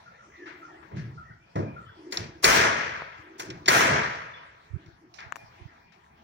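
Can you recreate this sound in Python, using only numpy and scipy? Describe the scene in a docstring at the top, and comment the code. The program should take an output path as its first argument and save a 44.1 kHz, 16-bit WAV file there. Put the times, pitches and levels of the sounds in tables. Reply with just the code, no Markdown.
"""An open building site, heard through a hand-held phone: a nail gun fires twice, a ring of decaying
tones under a rising snap. Tools knock and boards thud off to the right as bursts of banded noise, and
walls and trees send each blow back as a long wash. Behind them lie a wavering noise bed, dry rustles,
a rubbed hollow body (noise through a resonance) and faint squeaks (rough gliding tones).
Fingers tick and bump on the phone: short falling chirps and soft low swings."""
import sys
import numpy as np
from scipy import signal
from scipy.fft import rfft, irfft, next_fast_len
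from scipy.io import wavfile
from scipy.ndimage import uniform_filter1d

SR = 44100
rng = np.random.default_rng(int(sys.argv[2]) if len(sys.argv) > 2 else 0)


def wav_out(sig):
    """Save sig, one row per channel (or a flat mono array), as 16-bit PCM at SR to the path in sys.argv[1]."""
    wavfile.write(sys.argv[1], SR, np.round(np.clip(np.atleast_2d(sig).T, -1, 1) * 32767).astype(np.int16))


N = 274743
LAG_S = 23 / SR  # the left port hears the site later


def undb(db):
    """Decibels to amplitude."""
    return 10 ** (np.asarray(db) / 20)


def along(hz, table):
    """Columns of a table read on a log-frequency axis."""
    rows = np.array(table, float)
    return [np.interp(np.log(hz), np.log(rows[:, 0]), column) for column in rows.T[1:]]


def walk(rate, size=N):
    """Random levels held for 1 / rate s and smoothed twice; spread 1."""
    hold = int(SR / rate)
    steps = np.repeat(rng.standard_normal(size // hold + 8), hold)
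    smooth = uniform_filter1d(uniform_filter1d(steps, hold), hold)
    return smooth[:size] / smooth.std()


def ring_modes(t, modes, turns):
    """Sum of decaying sine modes (pitch_hz, level_db, t60_s), each started at its own phase in turns."""
    return sum(undb(db) * np.sin(2 * np.pi * (hz * t + turn)) * 1000 ** (-t / t60)
               for (hz, db, t60), turn in zip(modes, turns))


def add(out, s, sound, pan_db=0., lag_s=0.):
    """Mixes a short sound into both channels; positive pan leans left, the lag delays the left."""
    for c, sign in enumerate((1, -1)):
        i = int((s + lag_s * (1 - c)) * SR)
        out[c, i:i + len(sound)] += sound[:N - i] * undb(sign * pan_db / 2)


# colour of the microphone: pitch_hz [Hz], level_db [dB]
MIC = [(30, -15), (60, -9.5), (110, 1), (250, -3.5), (550, -2.5), (950, 1), (1400, -3), (1900, -1.5),
       (2400, -2), (2750, -5), (3200, -5.5), (3800, -5), (4800, -2.5), (6000, 1.5), (7600, -5.5),
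       (9500, -5), (12000, -4.5), (15000, -2)]
RIPPLE_DB, RIPPLE_HZ = 2.5, 24.97  # spread of the ripple, spacing of its knots
PORTS_M = 0.24  # spacing of the ports in the all-round field


def band_noises():
    """Third-octave noise at the two ports, rms 1: a wave that reaches the left late, and a field from all sides."""
    n = next_fast_len(N)
    f = np.fft.rfftfreq(n, 1 / SR) + 1e-3
    mic = undb(along(f, MIC)[0])  # the colour of the microphone also slopes each band
    # a fixed random ripple makes some pitches of all the noise stronger
    knots = np.arange(0, SR / 2 + RIPPLE_HZ, RIPPLE_HZ)
    ripple = np.interp(f, knots, rng.standard_normal(len(knots)))
    mic = mic * undb(RIPPLE_DB * ripple)
    shared, mid, side = rfft(rng.standard_normal((3, n)))
    wave = np.array([shared * np.exp(-2j * np.pi * f * LAG_S), shared])
    alike = np.sinc(2 * f * PORTS_M / 343)  # long waves are the same at both ports
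    mid, side = mid * np.sqrt(1 + alike), side * np.sqrt(1 - alike)
    field = np.array([mid + side, mid - side])
    for hz in 23.5 * 2 ** np.arange(0, 9.5, 1 / 3):
        mask = np.cos(np.pi / 2 * np.clip(3 * np.log2(f / hz), -1, 1)) * mic
        late = irfft(mask * wave, n)[:, :N]
        loose = irfft(mask * field, n)[:, :N]
        yield hz, late / late.std(), loose / loose.std()


# spectrum of the distant noise: pitch_hz [Hz], density_db [dB per Hz, relative]
SITE = [(15, -39), (25, -6), (120, -6.5), (451, -17), (840, -5.5), (1480, -11.5), (1700, -10),
        (2910, -21.5), (5730, -28), (8140, -40.5), (13600, -48.5), (14800, -40), (16000, -41.5)]
# swells of the distant noise: time_s [s], bass_db [dB], treble_db [dB]
BUSTLE = [(0, -60.5, -58.5), (.3, -57.5, -61.5), (.7, -62, -56.5), (1.1, -46.5, -60), (1.4, -59.5, -64),
          (1.8, -48, -59), (2.1, -60, -60.5), (3.3, -58.5, -59), (4.5, -60, -61.5), (4.851, -54, -61.5),
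          (5.1, -61, -65), (5.45, -56, -57.5), (5.75, -57.5, -60.5), (6.0, -60, -64.5), (6.23, -55.5, -63)]


def bustle(hz):
    """Level of the distant noise in one band: slow swells with a quick random waver."""
    s, bass_db, treble_db = np.transpose(BUSTLE)
    treble = np.clip(np.log2(hz / 300) / 1.1, 0, 1)
    swell = np.interp(np.arange(N) / SR, s, bass_db + treble * (treble_db - bass_db))
    band_db = along(hz, SITE)[0] + 10 * np.log10(hz / 1260)  # wider bands hold more noise
    return undb(band_db + swell + 4.1 * walk(22))


# dry rustles: start_s [s], length_s [s], level_db [dB], centre_hz [Hz], width_oct [octaves]
RUSTLES = [(0.11, 0.46, -69.5, 6420, 0.13), (5.09, 0.4, -60.5, 785, 0.25), (5.4, 1, -66, 860, 0.16),
           (5.503, 0.17, -67, 2170, 0.65)]


def rustles(hz, floor):
    """Arched bursts of noise around a centre pitch, added in power to the level of the band."""
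    t = np.arange(N) / SR
    for s, length, db, centre_hz, octaves in RUSTLES:
        arch = np.sin(np.pi * np.clip((t - s) / length, 0, 1)) ** .5
        floor = np.hypot(floor, undb(db) * arch * np.exp(-(np.log2(hz / centre_hz) / octaves) ** 2))
    return floor


# something hollow dragged or rubbed: start_s [s], length_s [s], start_db [dB], end_db [dB]
STROKES = [(0.248, 0.073, -56, -69), (0.37, 0.31, -47, -55), (0.721, 0.11, -56, -56),
           (0.888, 0.19, -66, -54), (1.965, 0.14, -51, -42.5), (2.162, 0.3, -57, -53),
           (3.157, 0.24, -61, -46.5), (3.398, 0.12, -51.5, -46), (3.595, .06, -44, -50),
           (4.72, 0.11, -54.5, -55.5), (5.009, .08, -50.5, -65), (5.58, 0.049, -53, -61)]
STROKE_ATTACK_S, STROKE_RELEASE_S = 0.031, 0.11
HOLLOW_HZ, HOLLOW_WIDTH_HZ = 337, 71


def hollow_rub(out):
    """Uneven slips shake a hollow body that rings for a few cycles."""
    t = np.arange(N) / SR
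    slips = rng.standard_normal(N) * undb(1.6 * walk(65))
    edges = [HOLLOW_HZ - HOLLOW_WIDTH_HZ / 2, HOLLOW_HZ + HOLLOW_WIDTH_HZ / 2]
    body = signal.sosfilt(signal.butter(2, edges, "band", fs=SR, output="sos"), slips)
    power = np.zeros(N)
    for s, length, start_db, end_db in STROKES:
        attack = (t - s) / STROKE_ATTACK_S
        release = 1 + (s + length - t) / STROKE_RELEASE_S
        press = np.clip(np.minimum(attack, release), 0, 1)
        power += (press * undb(np.interp(t, [s, s + length], [start_db, end_db]))) ** 2
    add(out, 0, np.sqrt(power) * body / body.std(), .6, 0.45 * LAG_S)


# a squeak that returns about twice a second: start_s [s], level_db [dB], upper_strand_db [dB]
SQUEAKS = [(0.06, -51, -69.5), (0.615, -48, -64.5), (1.17, -48, -67.5), (1.759, -46, -68.5)]
# glide of that squeak: length_s [s], start_hz [Hz], end_hz [Hz]
SQUEAK = (0.077, 1390, 1330)
STRAND = (0.14, 1800, 1900)  # its upper strand, same columns
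STRAND_LATE_S = 0.064
# lone squeaks: start_s [s], level_db [dB], length_s [s], start_hz [Hz], end_hz [Hz]
STRAYS = [(0.108, -64.5, 0.12, 560, 558), (0.186, -57.5, 0.096, 1385, 1347),
          (0.295, -66, 0.046, 1630, 1960), (0.315, -55, 0.12, 2015, 1990), (0.376, -55, 0.16, 1910, 1555),
          (1.3, -54.5, 0.056, 1573, 1390), (1.391, -70, 0.17, 2285, 2650), (1.599, -59.5, 0.2, 2460, 2400),
          (1.853, -63, 0.049, 2930, 3440), (1.886, -55.5, 0.038, 1515, 1465),
          (1.869, -68, 0.18, 3440, 3270), (4.335, -54, 0.049, 3540, 3290),
          (4.373, -63.5, 0.036, 2930, 3080)]
# a thin steady tone: start_s [s], level_db [dB], length_s [s]
PINGS = [(5.374, -54, 0.11), (5.801, -70, 0.22)]
PING_HZ = 2417
SQUEAK_WOBBLE_HZ, STRAND_WOBBLE_HZ, PING_WOBBLE_HZ = 28, 70, 4
BREATH_HZ = 30  # wobble at which the breathy part is as big as the tone
BREATH_PER_S = 300  # changes of the breathy part per second
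SQUEAK_ECHO_DB, STRAY_ECHO_DB, PING_ECHO_DB, SQUEAK_T60_S = -35.5, -37, -38.5, 0.52


def squeaks(out):
    """Short rough whistles from afar, smeared by the echo of the site, a decaying noise tail."""
    t = np.arange(SR // 2) / SR
    calls = [(s, db, *SQUEAK, SQUEAK_WOBBLE_HZ, SQUEAK_ECHO_DB) for s, db, _ in SQUEAKS]
    calls += [(s + STRAND_LATE_S, db, *STRAND, STRAND_WOBBLE_HZ, SQUEAK_ECHO_DB) for s, _, db in SQUEAKS]
    calls += [(*row, SQUEAK_WOBBLE_HZ, STRAY_ECHO_DB) for row in STRAYS]
    calls += [(*row, PING_HZ, PING_HZ, PING_WOBBLE_HZ, PING_ECHO_DB) for row in PINGS]
    for s, db, length, hz0, hz1, wobble, echo_db in calls:
        u = np.linspace(0, 1, int(length * SR))
        hz = hz0 + (hz1 - hz0) * u + wobble * walk(139, size=len(u))
        blur = walk(BREATH_PER_S, size=len(u)) + 1j * walk(BREATH_PER_S, size=len(u))
        breath = 1 + wobble / BREATH_HZ * blur  # spreads the line
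        whistle = np.imag(breath * np.exp(2j * np.pi * np.cumsum(hz) / SR))
        tone = np.sin(np.pi * u ** 0.6) * undb(db) * whistle
        add(out, s, tone, 2.2, LAG_S)
        i = int(s * SR)
        for c in range(2):
            wash = rng.standard_normal(len(t)) * 1000 ** (-t / SQUEAK_T60_S)
            tail = signal.fftconvolve(tone, wash)
            out[c, i:][:len(tail)] += undb(echo_db) * tail[:N - i]


# finger ticks on the case: start_s [s], level_db [dB], start_hz [Hz], end_hz [Hz], cycles [count],
# left_minus_right_db [dB], ring_db [dB against the tick]
TICKS = [(3.0205, -24, 1500, 340, 1.4, 1.5, -36), (5.205, -42, 5750, 3460, 7.5, -10, -10),
         (5.323, -21.5, 2570, 920, 2.33, 15, -16), (5.358, -38.5, 3060, 1210, 2.2, 12, -3.5),
         (5.366, -41, 1400, 700, 2.1, 30, -22), (6.043, -54, 2280, 1390, 7.4, 2, -20),
         (6.063, -54, 1900, 1450, 7.8, 7.5, -18)]
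# modes of the case: pitch_hz [Hz], level_db [dB], t60_s [s]
CASE = [(1090, 11.5, 0.0075), (1790, 7, 0.012), (2380, 1, 0.012), (2890, 0.5, 0.012), (4340, -18, 0.0088),
        (6730, 6.5, 0.0032)]


def finger_ticks(out):
    """A few cycles that drop in pitch, grit, and a short ring of the case."""
    t = np.arange(SR // 30) / SR
    for s, db, hz0, hz1, cycles, pan, ring_db in TICKS:
        u = np.linspace(0, 1, int(cycles * SR / np.sqrt(hz0 * hz1)))
        swing = np.sin(2 * np.pi * np.cumsum(hz0 * (hz1 / hz0) ** u) / SR)
        grit = 0.22 * undb(ring_db) * rng.standard_normal(len(u)) * np.exp(-u / 0.23)
        add(out, s, undb(db) * (np.sin(np.pi * u ** 0.66) ** 2 * swing + grit), pan)
        ring = ring_modes(t, CASE, rng.random(len(CASE)))
        add(out, s, undb(db + ring_db) * ring * (1 - np.exp(-t / 0.00021)), pan)


# hand bumps: start_s [s], level_db [dB], pitch_hz [Hz], left_minus_right_db [dB]
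BUMPS = [(3.183, -47, 84, 4.5), (4.698, -46.5, 79, -26.5), (4.73, -36.5, 91, -34), (4.755, -35, 122, -21.5),
         (4.858, -53, 147, -16), (4.874, -43, 103.5, 8), (4.919, -57.5, 78.1, 18.5),
         (5.255, -49.5, 95, -22), (5.28, -57, 114, -16), (5.431, -49, 119, -14), (5.605, -52, 84, -34),
         (5.649, -45.5, 112, -29), (5.85, -69, 137.4, -3.5)]


def hand_bumps(out):
    """A soft low swing of 2.2 cycles under a rounded envelope."""
    for s, db, hz, pan in BUMPS:
        length = 2.2 * SR / hz
        u = np.arange(int(length)) / length
        add(out, s, -undb(db) * np.sin(np.pi * u) ** 2 * np.sin(2 * np.pi * 2.2 * u), pan)


# far blows, one table per kind: start_s [s], crack_db [dB at 1.7 kHz, before the colour of the kind],
# tilt_db [dB per octave], echo_db [dB], left_minus_right_db [dB]
SLAMS = [(1.554, -36.5, 0, -9, 0)]
# modes of the board: pitch_hz [Hz], level_db [dB], t60_s [s]
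BOARD = [(103.5, 2, 0.22), (164, 0, 0.23), (213.5, -4, 0.49), (269, -6.5, 0.45), (308, -5, .3),
         (610, -9, 0.19), (835, -11, .1)]
BOARD_DB, BOUNCE_S, BOUNCE_DB = -29.5, .033, -2  # the slammed board lands twice


def board(out):
    """A slammed board knocks twice and rings low."""
    t = np.arange(SR // 2) / SR
    for s, *_ in SLAMS:
        for late_s, db in ((0, BOARD_DB), (BOUNCE_S, BOARD_DB + BOUNCE_DB)):
            ring = ring_modes(t, BOARD, rng.random(len(BOARD)))
            add(out, s + late_s, undb(db) * ring * (1 - np.exp(-t / 0.0021)), 0., LAG_S)


# the other kinds of far sound, same columns as SLAMS
NAILS = [(2.4405, -14, -0.5, -7.5, 0.5), (3.677, -12, -0.84, -10, -0.5)]
# noise that swells up just before a blow, same columns
SWELLS = [(2.104, -49, -1.5, -6.5, 0), (2.422, -29.5, 0.29, -4.5, 0), (3.375, -45.5, -0.59, -10.5, 0.0032)]
# presses, clinks, thuds and knocks, same columns
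PRESSES = [(2.122, -36.5, -1, -13, 1.5), (3.395, -35, -1.5, -21, -1), (5.356, -54.5, 2.5, -22, -2)]
CLINKS = [(1.556, -67.5, 3.5, -9.5, 2), (2.171, -38.5, -3, -15, -2), (3.501, -46.5, -1.5, -25, -1),
          (3.658, -40.5, -2, -14, 0.5), (4.86, -71, -1.5, -8, 5), (5.139, -63.5, 0.5, -8, -17.5)]
THUDS = [(.909, -60.5, -3, -5, 0), (1.13, -94, -8, -10.5, 0), (1.29, -73.5, -4, -39, 0.0044),
         (3.46, -73, -4, -7.5, 0), (3.885, -56, -4, -18, 0)]
KNOCKS = [(.455, -48, 2.5, 3, 4.5), (.825, -58, -4.5, -10.5, 24), (.955, -60, 9, 9, 2.5),
          (2.123, -44, 7, -1.5, 4), (2.4305, -36, -10, -33, 20.5), (3.397, -38, -4, -15, 1),
          (3.503, -46, 2, -8, 1), (5.184, -37.5, 3, -13, 1.5), (5.209, -44.5, -4, -7.5, 0),
          (5.919, -61.5, 9.5, -9.5, 12), (6.174, -63, 3, -12, -2.5)]
# pitches at which the colour of a kind is given: pitch_hz [Hz]
BLOW_HZ = [55, 130, 500, 1700, 4500, 12000]
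# what a kind shares: blows [table], colour_db [dB at BLOW_HZ], rise_s [s, lengthened in the bass],
# crack_t60_s [s, lengthened in the bass], echo_length [share of full]
KINDS = [
    (NAILS, (-30, -32, -14.5, 1, -4.5, -13), 0.0043, 0.073, 0.97),
    (SWELLS, (-27, -29, -2.5, -0.5, 9, 0), .045, 0.06, 0.52),
    (PRESSES, (-23, -23, -7.5, -1.5, 0.5, -5.5), 0.0018, 0.048, 0.59),
    (CLINKS, (-8.5, -10.5, -5.5, 0.5, 16.5, -16.5), 0.00082, 0.034, 0.44),
    (THUDS, (-3, 11, 1.5, 3, -19, -23), 0.003, 0.13, 0.53),
    (SLAMS, (-10, -1, 2.5, -5, -25, -40), 0.0015, 0.14, 0.53),
    (KNOCKS, (-40.5, -48, -21.5, 2, -15, -57.5), 0.0026, 0.061, 0.41),
]
# echo of the site at full length: pitch_hz [Hz], level_db [dB], hold_s [s], t60_s [s]
ECHO = [(49, -10.5, 0.59, 1.4), (137, 9.5, 0.18, 1.1), (250, 3, 0.3, 0.74), (393, 3.5, 0.25, 0.83),
        (560, 2.5, 0.28, 0.97), (810, -4.5, 0.21, 0.85), (1030, -4.5, 0.29, 1.026), (1610, -2, 0.22, 1.094),
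        (2860, -4.5, 0.15, 1.12), (4066, -5.5, 0.13, 1.02), (6600, -1, 0.1, 0.75), (11300, -1.5, 0.2, 0.19)]
ECHO_RISE_S = 0.034  # at full length, slower in the bass
TILT_HZ = 1700  # pivot of the tilt
HOP = 32  # samples per envelope step


def blows(hz):
    """Envelopes in one band: the dry cracks and swells, and their echoes that build, hold and die away."""
    t = np.arange(N // HOP + 1) * HOP / SR
    echo_db, full_hold, t60 = along(hz, ECHO)
    mic_db = along(hz, MIC)[0]
    dry, wet = np.zeros((2, 2, len(t)))  # powers
    for rows, colour, rise, crack, share in KINDS:
        colour_db = mic_db + np.interp(np.log(hz), np.log(BLOW_HZ), colour)
        hold = full_hold * share ** 2  # small blows wake only the near walls
        for s, db, tilt, send_db, pan in rows:
            sides_db = pan * np.array([[.5], [-.5]])
            gain = undb(db + colour_db + tilt * np.log2(hz / TILT_HZ) + sides_db)
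            age = np.maximum(t - s, 0)
            # low tones start slower and ring longer
            onset = (1 - np.exp(-age / (rise + 1.5 / hz))) ** 2
            dry += (gain * onset * 1000 ** (-age / (crack + 12 / hz))) ** 2
            build = 1 - np.exp(-(age / (ECHO_RISE_S * share + 4 / hz)) ** 2)
            past = np.cbrt(age ** 3 + hold ** 3) - hold  # stays near zero during the hold
            wet += (gain * undb(send_db + echo_db) * build * 1000 ** (-past / (t60 * share))) ** 2
    full_t = np.arange(N) / SR
    return [np.array([np.interp(full_t, t, np.sqrt(side)) for side in power]) for power in (dry, wet)]


# wash from the side of the work: pitch_hz [Hz], share [0 to 1, of the power]
AIMED = [(200, 0.55), (700, 0.41), (1200, 0.44), (2400, 0.23), (4500, 0.12), (9000, 0.068)]
WAVER_DB, SURGE_DB, CLATTER_DB, CLATTER_PER_S = 1.2, 0.6, 0.89, 350


def site():
    """Blows, echoes, rustles and the wavering background, built from noise band by band."""
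    out = np.zeros((2, N))
    lumps = SURGE_DB * walk(30) + CLATTER_DB * walk(CLATTER_PER_S)  # slow and fast waver shared by all bands
    for hz, late, loose in band_noises():
        dry, wet = blows(hz)
        floor = rustles(hz, bustle(hz))
        wavering = wet * undb(WAVER_DB * walk(30) + lumps)  # each band of the wash wavers at random
        aimed = np.clip(along(hz, AIMED)[0], 0, 1)
        wash = np.sqrt(aimed) * late + np.sqrt(1 - aimed) * loose
        sound = dry * late + np.hypot(wavering, floor) * wash
        # the hand shades the treble on the right
        shade_db = np.clip(np.log2(hz / 500), 0, 1) * np.array([[1.2], [-1.2]])
        out += sound * undb(shade_db)
    return out


# shots and presses that ring the nail gun: start_s [s], level_db [dB], snap_db [dB against the ring]
SHOTS = [(2.122, -23, 2.5), (2.1710, -29.5, 19.5), (2.4421, -6, 6.5), (3.397, -31.5, -10.5),
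         (3.682, -5.5, -6)]
# modes of the tool body: pitch_hz [Hz], level_db [dB], t60_s [s]
GUN = [(376, -9, 0.045), (1600, -18, .045), (2045, -6.5, 0.028), (3160, -9.5, 0.019), (4400, -5.5, 0.045),
       (4960, -7.5, 0.043), (4810, -15, 0.036), (6940, -6, 0.041)]
SNAP_HZ, SNAP_S = [2440, 6400], 0.0034  # start and end pitch, length


def nail_gun(out):
    """Each shot or press rings the body of the tool under a crack that rises in pitch."""
    t = np.arange(SR // 8) / SR
    sweep = np.sin(2 * np.pi * np.cumsum(np.interp(t, [0, SNAP_S], SNAP_HZ)) / SR)
    snap = sweep * np.sin(np.pi * np.minimum(t / SNAP_S, 1)) ** 2  # the driver hits home
    for s, db, snap_db in SHOTS:
        ring = ring_modes(t, GUN, rng.random(len(GUN)))
        shot = (ring + undb(snap_db) * snap) * (1 - np.exp(-t / 0.0019))
        add(out, s, undb(db) * shot, 2.2, LAG_S)


def scene():
    """Everything at the two ports."""
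    out = site()
    for add_source in (hollow_rub, squeaks, finger_ticks, hand_bumps, board, nail_gun):
        add_source(out)
    return out


TOP_HZ = 16350


def record(dry):
    """The phone drops the deepest bass, rounds the loudest peaks and cuts the top."""
    lean = signal.sosfilt(signal.butter(3, 58, "high", fs=SR, output="sos"), dry)
    rounded = np.tanh(0.62 * lean) / 0.57
    return signal.sosfilt(signal.ellip(10, .2, 60, TOP_HZ, fs=SR, output="sos"), rounded)


dry = scene()
out = record(dry)
wav_out(out)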